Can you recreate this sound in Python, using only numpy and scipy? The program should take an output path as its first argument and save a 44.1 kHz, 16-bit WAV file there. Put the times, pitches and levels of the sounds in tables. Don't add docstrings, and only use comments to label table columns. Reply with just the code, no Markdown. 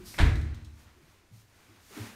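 import sys
import numpy as np
from scipy import signal
from scipy.fft import rfft
from scipy.io import wavfile
from scipy.ndimage import uniform_filter1d

SR = 44100
rng = np.random.default_rng(int(sys.argv[2]) if len(sys.argv) > 2 else 0)


def transcribe(u):
    v = np.clip(np.atleast_2d(u).T, -1, 1)
    q = np.round(v * 32767).astype(np.int16)
    wavfile.write(sys.argv[1], SR, q)


N = 94815
TIME_S = np.arange(N) / SR
FREQ_HZ = np.fft.rfftfreq(N, 1 / SR)


def amp(db):
    return 10 ** (np.asarray(db) / 20)


def unit(x):
    return x / np.sqrt(np.mean(x ** 2) + 1e-20)


def lookup(points, hz):
    points_hz, values = np.transpose(points)
    return np.interp(np.log(hz + 1), np.log(points_hz + 1), values)


def add(mix, start_s, sound):
    part = mix[max(round(start_s * SR), 0):][:len(sound)]
    part += sound[:len(part)]


def filtered_noise(gains):
    return unit(np.fft.irfft(rfft(rng.standard_normal(N)) * gains, N))


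def noise(colour):
    return filtered_noise(amp(lookup(colour, FREQ_HZ)))


def decay(t60_s, age_s=TIME_S):
    return np.exp(-np.log(1000) * age_s / t60_s)


def ring(modes):
    return sum(amp(db) * decay(t60_s) * np.sin(2 * np.pi * hz * TIME_S) for hz, db, t60_s in modes)


# freq_hz, gain_db
ROOM_TONE_COLOUR = [(20, -7.5), (60, -2.5), (95, 2), (150, -18.5), (350, -12.5), (600, -25), (2000, -31.5),
                    (6000, -30.5), (16000, -48)]


def room_tone(level_db=-65.5):
    return amp(level_db) * noise(ROOM_TONE_COLOUR)


# time_s, body_db, treble_db
RUSTLE_LEVELS = [(0, -61, -65), (.15, -58.5, -61), (0.499, -57, -77), (0.729, -68, -74), (.8, -63, -64.5),
                 (.845, -65, -67), (.88, -60.5, -70.5), (.96, -67, -72.5), (1.12, -64.5, -68.5),
                 (1.241, -68.5, -75), (1.311, -70.5, -74), (1.345, -69, -65), (1.405, -69, -64),
                 (1.46, -69.5, -73), (1.6, -63.5, -67), (1.79, -62.5, -67.5), (1.88, -64.5, -61),
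                 (1.972, -48, -52.5), (2.06, -48, -52.5), (2.15, -57, -60.5)]
# time_s, level_db
SLEEVE_LEVELS = [(0, -88), (.03, -80), (.06, -52), (.09, -48.5), (.15, -51.5), (.2, -55), (.3, -64.5),
                 (.45, -97)]
# freq_hz, gain_db
BODY_COLOUR = [(40, -3), (110, 1), (200, 5), (350, 0), (650, 1), (1300, 1.5), (2300, 0), (3000, -5),
               (5000, -11), (16000, -46)]
TREBLE_COLOUR = [(200, -31), (2000, -4.5), (4000, -1.5), (6800, -1), (8000, -4), (9500, -2.5), (10500, -8),
                 (12800, -4.5), (16000, -12)]
SLEEVE_COLOUR = [(200, -29), (2500, -8), (4700, 6), (7000, -0.5), (10000, 0), (13000, -0.5), (16000, -15)]


def clothing(grain_db=0.5, grain_s=0.003):
    flicker = unit(uniform_filter1d(rng.standard_normal(N), int(grain_s * SR)))
    grain = unit(amp(grain_db * flicker))
    time_s, body_db, treble_db = np.transpose(RUSTLE_LEVELS)
    body = amp(np.interp(TIME_S, time_s, body_db)) * noise(BODY_COLOUR)
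    treble = amp(np.interp(TIME_S, time_s, treble_db)) * noise(TREBLE_COLOUR)
    sleeve = amp(np.interp(TIME_S, *np.transpose(SLEEVE_LEVELS))) * noise(SLEEVE_COLOUR)
    return grain * (body + treble + sleeve)


# start_s, level_db, pitch_hz, rise_s, t60_s, noise_ratio
BUMPS = [(0.0, -45, 360.7, 0.0043, 0.33, 0.21), (0.0, -48.5, 197.7, 0.0024, 0.25, 0.55),
         (.93, -61, 355, 0.033, 0.57, 0.83), (1.01, -57.5, 147.3, 0.0084, 0.33, .6),
         (1.306, -45, 111, 0.0089, 0.47, 0.27), (1.309, -55, 187, 0.0068, 0.31, 0.61),
         (1.685, -51.5, 103.7, 0.014, 0.33, 0.18), (1.68, -59.5, 294.5, 0.025, 0.34, 0.98),
         (1.906, -58, 410, 0.0038, 0.45, 0.93), (1.963, -39, 299, 0.0094, 0.29, 0.32),
         (1.964, -42, 228.5, 0.0095, 0.67, 0.36), (1.975, -44, 411.6, .012, 0.29, 0.094),
         (1.993, -25.5, 108, 0.027, 0.17, .12)]


def bumps(half_width_oct=0.38):
    out = np.zeros(N)
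    for start_s, level_db, pitch_hz, rise_s, t60_s, noise_ratio in BUMPS:
        offset_oct = np.log2((FREQ_HZ + 1) / pitch_hz)
        band = filtered_noise(1 / (1 + (offset_oct / half_width_oct) ** 4))
        tone = np.sin(2 * np.pi * pitch_hz * TIME_S)
        envelope = np.minimum(TIME_S / rise_s, 1) * decay(t60_s)
        add(out, start_s, amp(level_db) * envelope * (tone + noise_ratio * band))
    return out


# time_s, level_db
AIR_LEVELS = [(0, -52.5), (.08, -50.5), (0.151, -58), (.19, -44), (.22, -24), (.28, -62)]
# freq_hz, gain_db
AIR_COLOUR = [(15, -14), (40, -4.5), (80, 0), (150, -12), (300, -9.5), (1000, -61)]


def air_push():
    level_db = np.interp(TIME_S, *np.transpose(AIR_LEVELS), right=-np.inf)
    return amp(level_db) * noise(AIR_COLOUR)


# freq_hz, t60_s
ROOM_DECAY = [(60, 0.87), (250, 1), (500, 0.68), (1000, 0.46), (1850, 0.65), (3000, 0.46), (4200, 0.5),
              (8000, 0.57), (16000, 0.4)]


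def knock(colour, direct_db, rise_s=0.00066, fall_s=0.0062):
    band_hz, frame_s, bands = signal.stft(noise(colour), SR, nperseg=512)
    t60_s = lookup(ROOM_DECAY, band_hz)[:, None]
    tail = signal.istft(bands * decay(t60_s, frame_s), SR, nperseg=512)[1][:N]
    crack = noise(colour) * np.minimum(TIME_S / rise_s, 1) * np.exp(-TIME_S / fall_s)
    return (unit(tail) + amp(direct_db) * unit(crack)) / np.sqrt(N)


# start_s, gain_db
CLACKS = [(0.1819, -14), (0.1871, -3.5), (0.1909, -10), (0.1979, -8), (.2075, -8.5), (0.2139, -10),
          (0.2224, -19.5), (.243, -28)]
TICKS = [(0.3552, -26), (0.4135, -31.5), (0.545, -33), (0.6468, -33.5)]
# freq_hz, gain_db
TOUCH_COLOUR = [(200, 3.5), (1200, -6.5), (2200, 6), (3300, -14.5), (6000, -19), (16000, -31)]
CLACK_COLOUR = [(150, -12.5), (320, 1), (540, -9.5), (750, -3), (850, -9), (960, -1.5), (1080, -6.5),
                (1450, -4), (2100, -4), (3000, -10), (3900, -12), (5100, -21), (9400, -29), (15500, -49)]
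TICK_COLOUR = [(200, -30), (2300, -12), (4000, 4), (4700, -7.5), (6300, -4.5), (9000, -12), (12000, -14.5),
               (16000, -20.5)]
# pitch_hz, gain_db, t60_s
LATCH_MODES = [(596, -4, 0.27), (740, -11, 0.44), (958, -20, 0.64), (1404, -3, 0.2), (1436, -7, 0.31),
               (1600, -7, 0.31), (1571, -4.5, 0.83), (1687, 4, 0.5), (1965, -4, 0.83), (2020, -0.5, 0.59),
               (2159, -4, 0.27), (2740, -5, 0.27), (4140, -9.5, 0.68), (4030, -2, 0.27)]
TICK_MODES = [(4032, -39.5, 0.63), (5360, -40.5, 0.56), (6600, -47, 0.36), (8400, -39, 0.31)]


def latch(touch_s=0.14, touch_db=-17.5, clack_gain_db=5, ring_gain_db=-40):
    out = np.zeros(N)
    add(out, touch_s, amp(touch_db) * knock(TOUCH_COLOUR, direct_db=-4.5))
    partials = np.array([ring([mode]) for mode in LATCH_MODES])
    for start_s, gain_db in CLACKS:
        polarities = rng.choice([-1, 1], len(partials))
        metal = amp(ring_gain_db) * (polarities @ partials)
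        clack = amp(clack_gain_db) * knock(CLACK_COLOUR, direct_db=-3)
        add(out, start_s, amp(gain_db) * (clack + metal))
    for start_s, gain_db in TICKS:
        tick = knock(TICK_COLOUR, direct_db=0) + ring(TICK_MODES)
        add(out, start_s, amp(gain_db) * tick)
    return out


# start_s, gain_db
THUDS = [(0.2017, -9.5), (.2308, -2)]
# pitch_hz, gain_db, t60_s
BOOM_MODES = [(32.7, -26, 0.69), (50, -9, 0.36), (57.6, -19.5, 0.87), (64.1, -25, 0.8), (70.77, -21, 0.82),
              (74.8, -18.5, 0.97), (95.1, -24.5, 1.03), (104.5, -26.5, 0.98), (138, -30, 0.95),
              (230, -37.5, 1.34), (307.6, -46.5, 1.56), (348, -41, 0.65), (448, -40, 0.44)]
# freq_hz, gain_db
RUMBLE_COLOUR = [(15, -12), (45, -12), (80, 5.5), (140, 2), (200, -6.5), (330, -8.5), (600, -34),
                 (2000, -61)]


def slab(rise_s=0.0035, rumble_db=-23, rumble_t60_s=0.59):
    out = np.zeros(N)
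    attack = 1 - np.exp(-TIME_S / rise_s)
    boom = attack * ring(BOOM_MODES)
    for start_s, gain_db in THUDS:
        add(out, start_s, amp(gain_db) * boom)
    rumble = attack * decay(rumble_t60_s) * noise(RUMBLE_COLOUR)
    add(out, THUDS[0][0], amp(rumble_db) * rumble)
    return out


def scene():
    return (air_push() + latch() + slab() + bumps() + clothing() + room_tone())[None]


def record(dry):
    cutoff_hz = 15750
    lowpass = signal.firwin(511, cutoff_hz, window=("kaiser", 9), fs=SR)
    return signal.oaconvolve(dry, lowpass[None], "same")


dry = scene()
out = record(dry)
transcribe(out)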